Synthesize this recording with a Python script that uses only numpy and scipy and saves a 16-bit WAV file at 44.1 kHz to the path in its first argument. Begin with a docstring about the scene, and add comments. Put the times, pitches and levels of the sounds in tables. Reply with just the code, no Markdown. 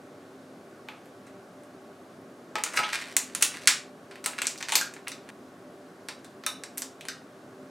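"""Room air (shaped noise) and an appliance's hum (noise through narrow resonances) run throughout.
From 0.9 s a stiff, thin plastic cup snaps softly in a wooden lunch box: delayed pulses through resonances.
From 2.6 s it is squeezed: hard snaps, crackle made of random ticks, and dying sine pings of its panels.
The box floor rings low under it from the start, the wall is knocked at 4.8 s and slim tongs tap at 5.1 s.
A cut leaves only air and hum from 5.3 to 6 s; snaps and taps return until 7.1 s, in a small hard kitchen."""
import sys
import numpy as np
from scipy import signal
from scipy.fft import irfft
from scipy.io import wavfile
from scipy.ndimage import uniform_filter1d

SR = 44100
rng = np.random.default_rng(int(sys.argv[2]) if len(sys.argv) > 2 else 0)


def to_wav(s):
    """Save 16-bit WAV."""
    ch = np.atleast_2d(s).T  # columns
    pcm = np.round(np.clip(ch, -1, 1) * 32767)  # PCM
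    wavfile.write(sys.argv[1], SR, pcm.astype(np.int16))


N = 339570


def gain_of(db):
    """Decibels to gain."""
    return 10 ** (np.asarray(db) / 20)


def evened(x):
    """Scales to rms 1."""
    return x / np.sqrt(np.mean(x ** 2) + 1e-20)


def read(points, hz):
    """Reads a table over log frequency."""
    f, value = np.transpose(points)
    return np.interp(np.log(hz + 1), np.log(f + 1), value)


def add(mix, s, sound):
    """Mixes a sound in at a time in seconds."""
    part = mix[round(s * SR):][:len(sound)]
    part += sound[:len(part)]


def noise_pair(shape, side_db, size):
    """Left and right from random short-time spectra: a shared middle plus an unrelated, weaker side."""
    a, b, c, d = rng.standard_normal((shape.shape[1], shape.shape[0], 4)).T
    hz = np.fft.rfftfreq(size, 1 / SR)
    mid = a + 1j * b
    side = gain_of(read(side_db, hz))[:, None] * (c + 1j * d)
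    spectra = np.array([mid + side, mid - side]) * shape
    return signal.istft(spectra, nperseg=size, noverlap=size * 3 // 4)[1]


def air():
    """Steady noise of the room, with faint drifting patches in its spectrum."""
    # colour of the air: (frequency [Hz], relative level per Hz [dB])
    air_colour = [(25, -59.5), (65, -38), (102, -11.5), (251, -3.5), (357, -4), (387, -9), (420, -7),
                  (722, -9), (922, -17), (1500, -16), (1820, -22), (2600, -28), (9500, -34.5),
                  (15100, -42.5), (16400, -52)]
    # stereo width: (frequency [Hz], side against mid [dB])
    air_width = [(60, -39.5), (150, -58), (380, -22.5), (950, -9.5), (2380, -4.5), (5980, -12.5),
                 (15000, -37)]
    level_db = -49
    hz = np.fft.rfftfreq(2048, 1 / SR)
    patches = rng.standard_normal((N // 512 + 5, len(hz))).T
    patches = uniform_filter1d(patches, 20, 0)  # smooth over frequency
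    patches = evened(uniform_filter1d(patches, 8, 1))  # and over time
    shape = gain_of(read(air_colour, hz)[:, None] + 0.66 * patches)
    noise = noise_pair(shape, air_width, size=2048)[:, :N]
    return gain_of(level_db) * evened(noise)


def resonate(x, hz, width):
    """A resonance of gain 1, applied twice for steep skirts."""
    pole = np.exp((2j * np.pi * min(hz, SR * .45) - np.pi * width) / SR)
    rung = 2 * signal.lfilter([(1 - abs(pole)) ** 2], [1, -2 * pole, pole ** 2], x).real
    # a small object sends out little bass
    return np.diff(rung, prepend=0) / abs(2 * np.sin(np.angle(pole) / 2))


def hum():
    """Fuzzy tones of a running appliance: noise through resonances."""
    # hum tones: (frequency [Hz], width [Hz], level [dB])
    hum_tones = [(262, 13, -57.5), (390.7, 16, -57.5), (590.3, 13, -60), (1111, 82, -65.5)]
    out = np.zeros(N)
    for hz, width, db in hum_tones:
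        out += gain_of(db) * evened(resonate(rng.standard_normal(N), hz, width))
    return out


def through_cup(x, shares_db, tuning):
    """Sum of the cup's resonances, neighbours in opposite phase."""
    # broad resonances of cup and box, low to high: (frequency before tuning [Hz], width [Hz], relative level [dB])
    cup_modes = [(1076, 1230, 17), (1750, 1800, 18), (2510, 1950, 13.5), (4680, 2500, 13), (8000, 4750, 3),
                 (14200, 1500, 7)]
    out = 0
    for k, ((hz, width, db), share) in enumerate(zip(cup_modes, shares_db)):
        out = out + (-1) ** k * gain_of(db + share) * resonate(x, hz * tuning, width)
    return out


def snaps():
    """A crease flips; bending waves bring each pitch to the air at its own delay. Gives direct and room feed."""
    # snaps: (time [s], strength [dB], body [dB], crack [dB], sizzle [dB], tuning of the bent cup [factor],
    # relative spread [ms]); body sets the three low resonances, crack the fourth, sizzle the highest,
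    # all against the fifth
    snap_events = [(0.8859, -28.5, 5.5, 0.5, 0, 0.9, 0.6), (1.057, -39, 0, -8, 4, 0.85, 1.7),
                   (1.267, -34.5, -1, -11, -15, 0.81, 2.8), (1.6347, -33, -13, -20, -15, 1.05, .8),
                   (2.5552, -6.5, 1.5, -1.5, -11, 0.63, 0.64), (2.5837, -20, -1, -11, -17, 0.99, 1.1),
                   (2.637, 3.5, -12, -15, -27, 0.89, 0.55), (2.662, -28.5, 8, 2, -22, 0.76, 1.8),
                   (2.7366, -17, -2, -15, -9, 0.72, 2.7), (2.762, -10.5, -6, -27, 2.5, 0.81, 1.46),
                   (2.773, -10.5, 2.5, -1.5, -8, 1.05, 1.4), (2.79, -11, 0.5, -8.5, -9, 0.98, 0.66),
                   (2.832, -27, 8.5, 6.5, -20, 1.22, 3.3), (3.1661, 10, -16, -11.5, -10.5, 0.91, 0.32),
                   (3.3493, 0, -13.5, -17.5, -26.5, 1.09, 0.73), (3.409, -13, -9.5, -14, -20, 0.74, 1.34),
                   (3.4133, -14.5, -7, -14, -6.5, 1, 0.86), (3.421, -7.5, -5, -9.5, -1, 0.67, 1.16),
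                   (3.4244, 9, -13.5, -4.5, -2.5, 1.24, 1.08), (3.5442, -24.5, -1.5, -11.5, -22, 1, 1.03),
                   (3.6732, 9, -9.5, -4, -12, 1.15, 1.6), (4.1102, -32.5, 2, -3, -16, 1.02, 1.66),
                   (4.156, -30.5, 1, -7, -8, 0.94, 1.1), (4.2411, -12.5, -10, -12, -9, 0.99, 2.04),
                   (4.26, 4.5, -12, -14.5, -17, 0.93, 0.76), (4.333, -28, -1, -8, -8, 1.04, 0.96),
                   (4.4175, -3, -7, -10.5, -12.5, 0.87, 0.89), (4.446, -23, -8, -10.5, -16.5, 0.59, 0.77),
                   (4.455, -16, -4, -5, -8, 0.79, 0.4), (4.469, 1.5, -14.5, -15, -37.5, 0.89, 0.59),
                   (4.511, -14.5, -18, -13, -18, 0.93, 0.31), (4.5573, -30.5, 0.5, -15, -21, 0.89, 0.25),
                   (4.577, -22, -19, 0, -6, 1, 0.3), (4.585, -22.5, -14, -1, -8, 1.24, 0.56),
                   (4.6077, -35, 7, -7, -12, 0.77, 0.76), (4.626, -14, -5, -1, -13, 0.99, 0.76),
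                   (4.721, -4, -4, -5.5, -11, 0.91, 1.27), (4.7352, -14.5, -5, 1, 8.5, 0.66, 0.83),
                   (4.7538, 9, -12, -10.5, -1, 0.94, 1.51), (4.812, -11, -10, -0.5, -10, 1.2, 0.51),
                   (4.938, -18, -10.5, -16, -24, 0.93, 0.78), (4.9642, -34, 4, 3, -9, 0.77, 0.81),
                   (5.0817, -9.5, -12.5, -7.5, -9, 1.15, 0.52), (5.1173, -15.5, -11, -9, -14, 0.84, 0.56),
                   (5.2897, -24.5, -1, -6, 0.5, 0.7, 0.69), (5.3002, -35.5, 9, -15, -12, 0.61, 0.63),
                   (6.0855, -12, -6, -6.5, -29, 0.99, 0.85), (6.245, -25.5, -9, -13, -13.5, 0.92, 1.4),
                   (6.437, -39.5, 7, 14.5, 7, 0.83, 0.57), (6.464, 3, -12.5, -24, -16, 1, 0.56),
                   (6.6362, -12, -8, -7.5, -34, 0.94, 0.44), (6.774, -9.5, -13, -17, -9, 1.2, 1.2),
                   (6.7796, -7.5, -16, -18, 6, 0.87, 0.6), (6.82, -4.5, -14.5, -19, -21, 0.77, 0.53),
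                   (7.009, -26.5, -4, -2.5, -21, 1.43, 0.83), (7.0523, -24.5, 0.5, -3, 3, 0.7, 0.99),
                   (7.0844, -9.5, -12.5, -7.5, -13, 1.06, 0.86)]
    # how the three low resonances follow the body: (level at body 0 [dB], slope [dB per dB of body])
    body_follow = [(-2.5, 1.3536), (1.5, 1.4333), (5.5, 1.2847)]
    # tight snaps face the microphone, spread ones reach it more by the room
    room_db, room_db_per_ms = -5, 3.5
    direct, thrown = np.zeros(N), np.zeros(N)

    chance = rng.standard_normal((len(snap_events), 513))
    chance = uniform_filter1d(chance, size=30, axis=1)  # smooth over frequency
    spread_s = np.array(snap_events)[:, -1:].clip(0, 4) / 1000
    delays_s = 0.000308 + spread_s * 0.7 * evened(chance) ** 2
    ripple = gain_of(2.1 * evened(chance[:, ::-1]))  # no two creases have quite the same colour
    phase = 2 * np.pi * np.cumsum(delays_s, axis=1) * SR / 1024  # delays summed over frequency
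    pulses = irfft(ripple * np.exp(-1j * phase), axis=1)[:, :700]

    for (s, db, body_db, crack_db, sizzle_db, tuning, ms), pulse in zip(snap_events, pulses):
        low_db = [rest_db + slope * body_db for rest_db, slope in body_follow]
        shares_db = low_db + [crack_db, 0, sizzle_db]
        snap = gain_of(db) * through_cup(pulse, shares_db, tuning)
        # a weaker repeat about 1 to 2 ms later, gap drawn at random, combs the colour
        gap = round(SR / rng.uniform(500, 1100))
        add(direct, s, snap + 0.35 * np.roll(snap, gap))
        add(thrown, s, gain_of(room_db + room_db_per_ms * min(ms, 2)) * snap)
    return direct, thrown


def rings(blows, modes):
    """A blow sets close modes ringing; they beat against each other as they die."""
    free_db, free_octaves = 7, 0.25  # how much, and how widely, modes near a free pitch stand out
    out, t = np.zeros(N), np.arange(SR // 4) / SR
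    phases = 2 * np.pi * rng.random((len(blows), len(modes)))
    for (s, db, *free_hz), phase in zip(blows, phases):
        ring = np.zeros(len(t))
        for (hz, mode_db, t60), p in zip(modes, phase):
            lift_db = sum(free_db * np.exp(-(np.log2(hz / f) / free_octaves) ** 2) for f in free_hz)
            dying = gain_of(mode_db + lift_db - 60 * t / t60)
            ring += dying * np.sin(2 * np.pi * hz * t + p)
        add(out, s, gain_of(db) * ring * np.minimum(t / 0.00067, 1))  # short rise in s
    return out


def floor_pushes():
    """The cup is pushed against the box floor, which rings low."""
    # pushes: (time [s], level [dB])
    push_events = [(0.887, -45), (2.557, -29.5), (2.775, -29.5), (2.79, -28), (2.835, -33.5),
                   (3.167, -43.5), (4.261, -36.5), (4.722, -35), (6.087, -43.5), (6.466, -40.5)]
    # floor modes: (frequency [Hz], relative level [dB], time to die by 60 dB [s])
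    floor_modes = [(686, -16, .05), (853, -2, 0.045), (987, -6.5, 0.061), (1290, -0.5, 0.076),
                   (2205, -6.5, 0.04)]
    return rings(push_events, floor_modes)


def pings():
    """A flat panel of the cup rings for a few cycles at its own pitch."""
    # pings: (time [s], level [dB], pitch [Hz])
    ping_events = [(0.887, -40, 2050), (2.9322, -17.5, 1900), (3.1663, -3.5, 7800), (3.1663, -16, 2000),
                   (3.3502, -9, 7820), (3.4239, -5, 8200), (3.428, -6.5, 2750), (3.6735, -13, 2050),
                   (3.674, -2, 10400), (3.676, -12, 7000), (4.385, -24, 2300), (4.4695, -6.5, 7600),
                   (4.7553, -2.5, 4500)]
    cycles = 20  # until it has died by 60 dB
    out, t = np.zeros(N), np.arange(1000) / SR
    for s, db, hz in ping_events:
        dying = gain_of(db - 60 * t * hz / cycles)
        rise = np.minimum(t * hz / 1.2, 1)  # over 1.2 cycles
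        add(out, s, dying * np.sin(2 * np.pi * hz * t) * rise)
    return out


def crumple():
    """Many small creases of uneven size give way at random; in a burst a fold slides over at once."""
    # crackle while the cup is bent, one curve per squeeze: (time [s], level [dB], brightness [dB])
    squeeze_curves = [
        [(2.66, -43, -29), (2.71, -57, -3), (2.768, -37.5, 1), (2.776, -41, 4), (2.82, -49, -13),
         (2.9, -40.5, -6), (3.14, -50.5, -3.5)],
        [(3.22, -66, -6.5), (3.312, -49.5, -5.5), (3.34, -59, -2)],
        [(3.5, -53, -7), (3.554, -40, -3), (3.61, -57, -3), (3.66, -45, 3)],
        [(4.3, -70.5, -2), (4.376, -70, 10), (4.382, -45, -7.5), (4.48, -59, -4), (4.566, -74.5, -3),
         (4.766, -45, 8.5), (4.86, -66, 6)],
        [(5.09, -69, 7.5), (5.17, -80, -5), (5.3, -57, -22)],
    ]
    # bursts: (time [s], level [dB], brightness [dB], length [ms])
    fold_bursts = [(2.921, -34, -3.5, 44), (4.381, -35.5, -7.5, 14.3), (4.604, -34, -1, 17),
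                   (4.682, -33, -3, 24), (5.068, -35.5, -22, 14), (.9, -64, -9.5, 150)]
    t = np.arange(N) / SR
    sizes = gain_of(3.8 * np.minimum(rng.exponential(1, N), 3.5))
    happens = rng.random(N) < 450 / SR  # 450 ticks a second on average
    ticks = sizes * happens * rng.choice([-1, 1], N)
    dull = evened(through_cup(ticks, (-7.5, -1.0, 4, -11.5, -35.5, -28.0), 0.78))
    bright = evened(through_cup(ticks, (-28.5, -37.0, -23.5, -5.0, 1.5, -12.5), 1.0))
    out = np.zeros(N)
    for rows in squeeze_curves:
        s, db, bright_db = np.transpose(rows)
        on = uniform_filter1d(1. * (t > s[0]) * (t < s[-1]), 400)  # soft edges
        colour = dull + gain_of(np.interp(t, s, bright_db)) * bright
        out += on * gain_of(np.interp(t, s, db)) * colour
    for s, db, bright_db, ms in fold_bursts:
        u = np.clip((t - s) * 1000 / ms, 0, 1)
        swell = np.sin(np.pi * u ** .85).clip(0)
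        out += gain_of(db) * swell * (dull + gain_of(bright_db) * bright)
    return out


def wall_knocks():
    """The box wall is knocked and rings."""
    # knocks: (time [s], level [dB])
    knock_events = [(4.812, -20), (4.821, -33)]
    # wall modes: (frequency [Hz], relative level [dB], time to die by 60 dB [s])
    wall_modes = [(1573, -4, 0.048), (1480, -3, 0.027)]
    return rings(knock_events, wall_modes)


def tong_taps():
    """The tongs tap the rim and ring, modes near the pitch that the grip leaves most free standing out."""
    # taps: (time [s], level [dB], free pitch [Hz])
    tap_events = [(5.1176, -35, 4700), (6.0876, -41.5, 6700), (6.2448, -48.5, 3700), (6.4641, -23.5, 3500),
                  (6.636, -42, 4200), (6.8206, -47, 5600), (7.0855, -29.5, 1660)]
    # tong modes: (frequency [Hz], relative level [dB], time to die by 60 dB [s])
    tong_modes = [(1265, -4, .022), (1540, -5, .025), (1850, -6, .018), (3050, -12, .018), (3595, -6, .022),
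                  (3960, -6, .025), (4440, -10, .018), (4950, -10, .015), (5460, -7, .018),
                  (6040, -8, .025), (7700, -6, .012)]
    return rings(tap_events, tong_modes)


def hollowed(x):
    """Sound from inside the open box, whose hollow cancels part of a band."""
    hollow_hz, width_hz, depth = 3290, 490, 0.2
    band = signal.lfilter(*signal.iirpeak(hollow_hz, hollow_hz / width_hz, SR), x)
    return x - depth * band


def bounced(x):
    """The direct sound with its first bounces off the box floor and rim, heard a little apart."""
    # bounces: (delay [ms], left level [dB], right level [dB])
    box_bounces = [(.11, -12, -28), (.5, -28, -13)]
    taps = np.zeros((2, 64))
    taps[:, 0] = 1
    for ms, *db in box_bounces:
        taps[:, min(round(ms * SR / 1000), 63)] += gain_of(db)
    return signal.oaconvolve(x[None], taps, axes=1)[:, :N]


def kitchen(x):
    """Near surfaces answer first; a diffuse tail follows, its pattern turning steadily among three random tails."""
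    # echoes off the box, then the counter: (delay [ms], relative level [dB])
    near_echoes = [(3.6, -11), (5.5, -12)]
    # tail: (frequency [Hz], time to die by 60 dB [s], relative level [dB])
    tail_decay = [(506, 0.24, 10.5), (1355, 0.31, -1), (3495, 0.3, 0.5), (9540, 0.23, 0), (11020, 0.22, -4),
                  (16150, 0.19, -1.5)]
    # stereo width of the tail: (frequency [Hz], side against mid [dB])
    tail_width = [(250, -33.5), (1000, -11.5), (2400, -13.5), (4500, -30), (8000, -75), (13000, -5.5)]
    kitchen_db = 3  # raises echoes and tail alike
    early = np.zeros(2000)
    for ms, db in near_echoes:
        early[round(ms * SR / 1000)] = gain_of(kitchen_db + db)
    early = signal.lfilter(*signal.butter(2, 10500, fs=SR), early)  # food and hands swallow the top
    out = np.tile(signal.oaconvolve(x, early)[:N], (2, 1))

    hz, t = np.fft.rfftfreq(256, 1 / SR), np.arange(400) * 64 / SR
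    decay = np.array(tail_decay)
    t60 = read(decay[:, [0, 1]], hz)[:, None]
    db = read(decay[:, [0, 2]], hz)[:, None]
    dying = gain_of(db - 60 * t / t60)
    turn = 2 * np.pi * 1.3 * np.arange(N) / SR  # 1.3 turns a second
    for k in range(3):
        tail = noise_pair(dying, tail_width, size=256)
        tail = tail * np.minimum(np.arange(tail.shape[1]) / SR / 0.001, 1)  # density builds up
        tail = tail / np.linalg.norm(tail[0])
        feed = x * np.sqrt(2 / 3) * np.cos(turn + k * np.pi / 3)
        out += gain_of(kitchen_db) * signal.fftconvolve(feed[None], tail, axes=1)[:, :N]
    return out


def scene():
    """Cup, box and tongs close by and centred, in the kitchen, over air and hum."""
    cut_start_s, cut_end_s = 5.305, 6.0  # a cut stops cup, box, tongs and tails here; air and hum run on
    direct, thrown = snaps()
    crackle, ping = crumple(), pings()
    rung = wall_knocks() + tong_taps() + floor_pushes()
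    close = bounced(hollowed(direct + crackle + rung + ping))
    room_feed = thrown + gain_of(-6) * crackle + rung + gain_of(-8) * ping
    room = kitchen(hollowed(room_feed))
    t = np.arange(N) / SR
    heard = 1 - (t > cut_start_s) * (t < cut_end_s)
    return heard * (close + room) + air() + hum()


def record(dry):
    """The microphone softens the top; full scale is a hard ceiling; deep bass is cut; then the band limit."""
    soft = signal.lfilter(*signal.butter(1, 15000, fs=SR), dry)
    full = np.clip(soft, -1, 1)
    thin = signal.sosfilt(signal.butter(1, 40, "highpass", fs=SR, output="sos"), full)
    edge = signal.firwin(511, 16400, window=("kaiser", 12), fs=SR)  # steep low-pass in Hz
    return 0.92 * signal.oaconvolve(thin, edge[None], "same")


dry = scene()
out = record(dry)
to_wav(out)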